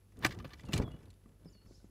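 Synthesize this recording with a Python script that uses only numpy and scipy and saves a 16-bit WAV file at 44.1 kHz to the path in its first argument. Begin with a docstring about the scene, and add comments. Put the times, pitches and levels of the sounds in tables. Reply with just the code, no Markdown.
"""A motor hums far off over quiet lake air. A wet fish then flops on a plastic measuring board in a small
plastic boat: noise bursts make crackling tail slaps that ring the board, pushed resonators make body thumps
on the hollow hull, random ringing blips make the wet slither, which swells with the strongest blows and stays
faint between them, and rumble follows its shifting weight. Later songbirds whistle on the far shore as
gliding sines, and a buzzy call of band noise joins them; all calls carry a diffuse echo."""
import sys
import numpy as np
from scipy import signal
from scipy.fft import rfft, irfft
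from scipy.io import wavfile
from scipy.ndimage import uniform_filter1d

SR = 44100
rng = np.random.default_rng(int(sys.argv[2]) if len(sys.argv) > 2 else 0)


def master(y):
    """Save y as 16-bit WAV."""
    cut = np.clip(np.atleast_2d(y).T, -1, 1)
    pcm = np.round(cut * 32767)  # scale
    wavfile.write(sys.argv[1], SR, pcm.astype(np.int16))


def field_ratio(decibels):
    """Amplitude ratio for a level in dB (20 dB per decade); scalars and array-likes work."""
    return 10 ** (np.asarray(decibels, dtype=float) / 20)


N = 83790
t = np.arange(N) / SR

# distant motor tones (frequency [Hz], level [dB])
HUM_TONES = [(48.4, -63.5), (96.9, -66.5)]
# lake air spectrum (frequency [Hz], density [dB per Hz])
AIR_SPECTRUM = [(22, -9.5), (45, 0), (110, -8), (170, -20.5), (330, -18.5), (760, -31.5), (2500, -31.5),
                (9600, -35.5), (10900, -25.5), (12000, -34.5), (15600, -39.5)]
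# weight shifting on the hull (time [s], level [dB])
ROCKING_LEVEL = [(.12, -65), (.25, -40.5), (.35, -44.5), (.48, -53), (.6, -62.5), (.7, -43.5), (.8, -36),
                 (.95, -51), (1.15, -62.5)]
# hull rumble spectrum (frequency [Hz], density [dB per Hz])
RUMBLE_SPECTRUM = [(22, 5.5), (156, -1.5), (391, -10), (702, -21), (1400, -28.5), (2600, -61)]
# slithering on the wet board (time [s], level [dB])
SLITHER_LEVEL = [(.1, -86.5), (.21, -63.5), (.262, -36), (.3, -59.5), (.37, -67), (.55, -68.5), (.625, -75),
                 (.66, -71), (.715, -54.5), (.75, -42), (.8, -55), (.87, -70.5), (.97, -70), (1.2, -82.5)]
# tail and fin slaps (time [s], level [dB], centre [Hz], contact [s])
SLAPS = [(.17, -63, 4100, 0.0024), (.19, -59, 8700, 0.0028), (0.2238, -50.5, 1820, 0.036),
         (.238, -43.5, 1280, 0.0059), (0.2464, -26.5, 2550, 0.0067), (0.249, -27.5, 1560, 0.0056),
         (0.273, -44, 4900, 0.0018), (0.307, -51, 2180, 0.025), (0.323, -49.5, 3350, 0.0033),
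         (0.345, -64.5, 3880, 0.0069), (0.388, -54, 2780, 0.0042), (0.398, -56.5, 1800, 0.012),
         (0.444, -51.5, 1700, 0.016), (.504, -61, 1800, 0.027), (.533, -50, 2340, 0.0089),
         (0.583, -71, 3520, 0.027), (0.594, -57, 2160, 0.006), (0.605, -65, 3740, 0.011),
         (.634, -62.5, 2230, 0.0047), (0.65, -66.5, 4600, 0.02), (0.732, -32, 3020, 0.0052),
         (.738, -24.5, 4200, 0.00095), (0.764, -46, 2700, 0.011), (0.777, -37.5, 4484, 0.0045),
         (0.819, -56.5, 2900, 0.016), (.877, -58, 764, 0.0064), (1.056, -68.5, 4200, 0.004),
         (1.102, -64, 4430, 0.0085), (1.139, -68.5, 5060, 0.0029), (1.258, -68.5, 900, 0.0038),
         (1.447, -62.5, 4930, 0.0014)]
# board modes, before scatter per blow (frequency [Hz], gain [dB])
BOARD_MODES = [(1195, 5.5), (1670, -12.5), (2000, -2.5), (2400, 0), (3050, -8.5), (3690, -5), (5060, -5)]
# body thumps (time [s], level [dB], pitch [Hz])
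THUMPS = [(0.251, -26.5, 320), (0.259, -30, 125.7), (0.287, -52, 88.5), (0.393, -40.5, 65),
          (0.453, -37.5, 146.5), (0.446, -39.5, 523), (0.536, -50, 310), (0.545, -48.5, 71),
          (0.64, -39, 112), (0.692, -34, 204), (.737, -24, 160.6), (0.751, -26.5, 105.3),
          (0.799, -22, 216.5), (0.81, -30, 230.7), (0.824, -31.5, 146), (0.878, -38, 151),
          (0.904, -40.5, 59.7), (0.941, -39.5, 157.3), (1.073, -46, 97.2), (1.258, -49, 220),
          (1.456, -43, 175.8), (1.551, -55, 193.3), (1.709, -50.5, 349.5), (1.843, -49.5, 200)]
# hull modes, before scatter per thump (frequency [Hz], gain [dB])
HULL_MODES = [(170, -1), (265, 6), (320, 0.5), (398, 4.5), (515, 0.5)]
# whistles (time [s], length [s], start [Hz], end [Hz], level [dB])
WHISTLES = [(0.654, 0.12, 2860, 2310, -68.5), (0.81, 0.082, 3490, 3316, -65.5),
            (0.91, 0.047, 2870, 2950, -70.5), (1.251, 0.063, 7720, 7540, -89.5),
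            (1.456, 0.034, 5420, 4720, -70.5), (1.484, 0.0099, 4900, 5400, -70.5),
            (1.496, 0.018, 7130, 7000, -75), (1.515, 0.031, 6950, 4685, -75),
            (1.531, 0.0436, 4560, 4350, -69.5), (1.565, 0.11, 4316, 4460, -81),
            (1.464, 0.16, 2914, 2856, -85), (1.671, 0.037, 5330, 4360, -75.5),
            (1.738, 0.024, 4730, 5390, -71.5), (1.82, 0.053, 8200, 6000, -83.5)]

AIR_DB = -70.5
WET_PEAK_HZ, WET_FALL_DB_PER_OCT, WET_RISE_DB_PER_OCT = 1800, -7.5, 1.0  # fall above the peak, rise up to it
WET_BURSTS_PER_S, WET_CYCLES = 800, 45  # per band; cycles to fade by 60 dB
GRAIN_DB = 2.2  # size scatter of the crackle
SLAP_RISE_S, SLAP_TAIL_DB, SLAP_TAIL_S = 0.00065, -16.5, 0.012
SLAP_HISS_DB = -9.5  # unfiltered noise in a slap
POP_DB, POP_CYCLES = -4, 25  # trapped air; cycles to fade by 60 dB
BOARD_DB, BOARD_T60_S, BOARD_SCATTER_DB = -21.5, 0.028, 3
THUMP_CYCLES, HULL_CYCLES = 15.0, 18  # cycles to fade by 60 dB
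HULL_DB, HULL_SCATTER_DB = -15, 2.8
KNOCK_DB, KNOCK_HZ, KNOCK_S = -15, 426, 0.0078  # dull rattle on each thump
CHATTER_S, CHATTER_WIDTH_S, CHATTER_HZ, CHATTER_DB = 1.749, 0.081, 5400, -73.5  # buzzy distant call
SHORE_DB, SHORE_T60_S = -8, 0.5
TOP_HZ, MIC_LOW_HZ = 15600, 46.4


def unit(x):
    """Scale to rms 1."""
    return x / np.sqrt(np.mean(x ** 2))


def curve(rows):
    """Gain over time from (time [s], level [dB]) points."""
    return field_ratio(np.interp(t, *np.array(rows).T))


def colour(x, points):
    """Shape the spectrum by (frequency [Hz], density [dB per Hz]) points; rms 1."""
    hz, db = np.array(points).T
    f = np.maximum(np.arange(N // 2 + 1) * SR / N, 1)
    gain = field_ratio(np.interp(np.log(f), np.log(hz), db))
    return unit(irfft(rfft(x) * gain, N))


def walk(rate_hz):
    """Smooth random wander, rms 1, with rate_hz new values per second."""
    hold = int(SR / rate_hz)
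    steps = np.repeat(rng.standard_normal(N // hold + 1), hold)
    smooth = uniform_filter1d(uniform_filter1d(steps, hold), hold)
    return unit(smooth[:N])


def ring(x, hz, t60_s):
    """One damped mode, T60 at least 4 ms; a unit impulse starts a unit sine."""
    radius = np.exp(-np.log(1000) / (max(t60_s, 0.004) * SR))
    w = 2 * np.pi * hz / SR
    return signal.lfilter([0, np.sin(w)], [1, -2 * radius * np.cos(w), radius * radius], x)


def grains(size):
    """Noise whose samples scatter widely in size, as tearing water films do."""
    return rng.standard_normal(size) * field_ratio(GRAIN_DB * rng.exponential(size=size))


def add(out, x, start_s):
    """Mix x into out at start_s."""
    i = int(start_s * SR)
    out[i:i + len(x)] += x[:N - i]


def hum():
    """Two motor tones that waver together in pitch and separately in level."""
    phase_per_hz = 2 * np.pi * np.cumsum(1 + 0.012 * walk(4)) / SR
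    out = np.zeros(N)
    for hz, db in HUM_TONES:
        tone = np.sqrt(2) * np.sin(hz * phase_per_hz + rng.uniform(0, 2 * np.pi))
        out += field_ratio(db + 1.1 * walk(14.0)) * tone
    return out


def air():
    """Coloured noise with a slight wander in level."""
    return field_ratio(AIR_DB + 0.45 * walk(26.0)) * colour(rng.standard_normal(N), AIR_SPECTRUM)


def rocking():
    """Weight shifting on the hull: low noise with an uneven level."""
    rumble = colour(rng.standard_normal(N), RUMBLE_SPECTRUM)
    return rumble * curve(ROCKING_LEVEL) * field_ratio(2.0 * walk(29.79))


def slither():
    """Tiny water films burst at random, each a short blip at its own pitch, in sudden clumps."""
    out = np.zeros(N)
    clumps = field_ratio(5 * walk(220))
    for hz in 500 * 2 ** np.arange(0, 4.9, 0.2):
        hits = rng.random(N) < WET_BURSTS_PER_S / SR
        blips = unit(ring(hits * grains(N) * clumps, hz, WET_CYCLES / hz))
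        octaves = np.log2(hz / WET_PEAK_HZ)
        density_db = WET_FALL_DB_PER_OCT * max(octaves, 0) + WET_RISE_DB_PER_OCT * min(octaves, 0)
        out += field_ratio(density_db) * np.sqrt(hz) * blips  # sqrt(hz): bands widen with pitch
    return unit(out) * curve(SLITHER_LEVEL)


def board(contact):
    """Contact noise plus the ringing board; each blow lands on another spot and excites modes differently."""
    spot_db = BOARD_SCATTER_DB * rng.standard_normal(len(BOARD_MODES))
    ringing = np.zeros(len(contact))
    for (hz, db), scatter_db in zip(BOARD_MODES, spot_db):
        ringing += field_ratio(db + scatter_db) * ring(contact, hz, BOARD_T60_S)
    # noise builds a mode up with the root of its ring time
    return contact + field_ratio(BOARD_DB) * ringing / np.sqrt(BOARD_T60_S * SR / 56)


def slaps():
    """Short crackling contacts with a wet tail; air trapped under the tail rings at the slap's centre."""
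    out, u = np.zeros(N), t[:4096]
    for start_s, db, hz, contact_s in SLAPS:
        rise = 1 - np.exp(-u / SLAP_RISE_S)
        fall = np.exp(-(u / contact_s) ** 2) + field_ratio(SLAP_TAIL_DB) * np.exp(-u / SLAP_TAIL_S)
        noise = unit(grains(len(u)))
        b, a = signal.butter(2, [hz / 1.83, min(hz * 2.06, 18000)], "bandpass", fs=SR)
        body = unit(signal.lfilter(b, a, noise))
        pop = field_ratio(POP_DB) * unit(ring(noise, hz, POP_CYCLES / hz))
        contact = rise * fall * (body + pop + field_ratio(SLAP_HISS_DB) * noise)
        add(out, field_ratio(db) * board(contact), start_s)
    return out


def thumps():
    """A soft push, about half a cycle long, rings at its own pitch, wakes the hull modes and rattles briefly."""
    out, u = np.zeros(N), t[:16384]
    b, a = signal.butter(2, [KNOCK_HZ / 2, KNOCK_HZ * 2], "bandpass", fs=SR)
    for start_s, db, hz in THUMPS:
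        push = np.sin(2 * np.pi * np.minimum(u * hz * 1.91, 1)) * 4 * hz / SR
        body = ring(push, hz, THUMP_CYCLES / hz)
        hull = np.zeros(len(u))
        for mode_hz, mode_db in HULL_MODES:
            gain = field_ratio(mode_db + HULL_SCATTER_DB * rng.standard_normal())
            hull += gain * ring(push, mode_hz, HULL_CYCLES / mode_hz)
        knock = unit(signal.lfilter(b, a, rng.standard_normal(len(u)))) * np.exp(-u / KNOCK_S)
        add(out, field_ratio(db) * (body + field_ratio(HULL_DB) * hull + field_ratio(KNOCK_DB) * knock), start_s)
    return out


def whistles():
    """Gliding sines; air over the lake makes the far calls flicker."""
    out = np.zeros(N)
    for start_s, length_s, start_hz, end_hz, db in WHISTLES:
        u = np.linspace(0, 1, int(length_s * SR))
        hz = start_hz + (end_hz - start_hz) * np.sin(np.pi / 2 * u) ** 2
        tone = np.sqrt(2) * np.sin(2 * np.pi * np.cumsum(hz) / SR)
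        add(out, field_ratio(db) * np.sin(np.pi * u) ** 0.264 * tone, start_s)
    return out * field_ratio(3 * walk(130))


def chatter():
    """A buzzy distant call: band noise that swells and fades."""
    band_hz = [CHATTER_HZ / 1.36, CHATTER_HZ * 1.32]
    sos = signal.butter(2, band_hz, "bandpass", fs=SR, output="sos")
    buzz = unit(signal.sosfilt(sos, rng.standard_normal(N)))
    return field_ratio(CHATTER_DB) * buzz * np.exp(-((t - CHATTER_S) / CHATTER_WIDTH_S) ** 2)


def birds():
    """Whistles and chatter with a diffuse echo off the shore, made by decaying noise."""
    calls = whistles() + chatter()
    tail = rng.standard_normal(SR // 2) * field_ratio(-60 * t[:SR // 2] / SHORE_T60_S)
    echo = signal.fftconvolve(calls, tail / np.sqrt(np.sum(tail ** 2)))[:N]
    return calls + field_ratio(SHORE_DB) * echo


def scene():
    """Hum and air, fish on hull and board, birds; one channel."""
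    return (hum() + air() + rocking() + slither() + slaps() + thumps() + birds())[None]


def roll_off(x):
    """The treble ends steeply here."""
    return signal.sosfilt(signal.butter(12, 15780, fs=SR, output="sos"), x)


def record(dry):
    """The microphone path cuts the top steeply and the deepest bass gently."""
    top_cut = signal.ellip(8, 0.2, 70, TOP_HZ, fs=SR, output="sos")
    bass_cut = signal.butter(2, MIC_LOW_HZ, "highpass", fs=SR, output="sos")
    mix = signal.sosfilt(bass_cut, signal.sosfilt(top_cut, dry))
    return roll_off(mix)


dry = scene()
out = record(dry)
master(out)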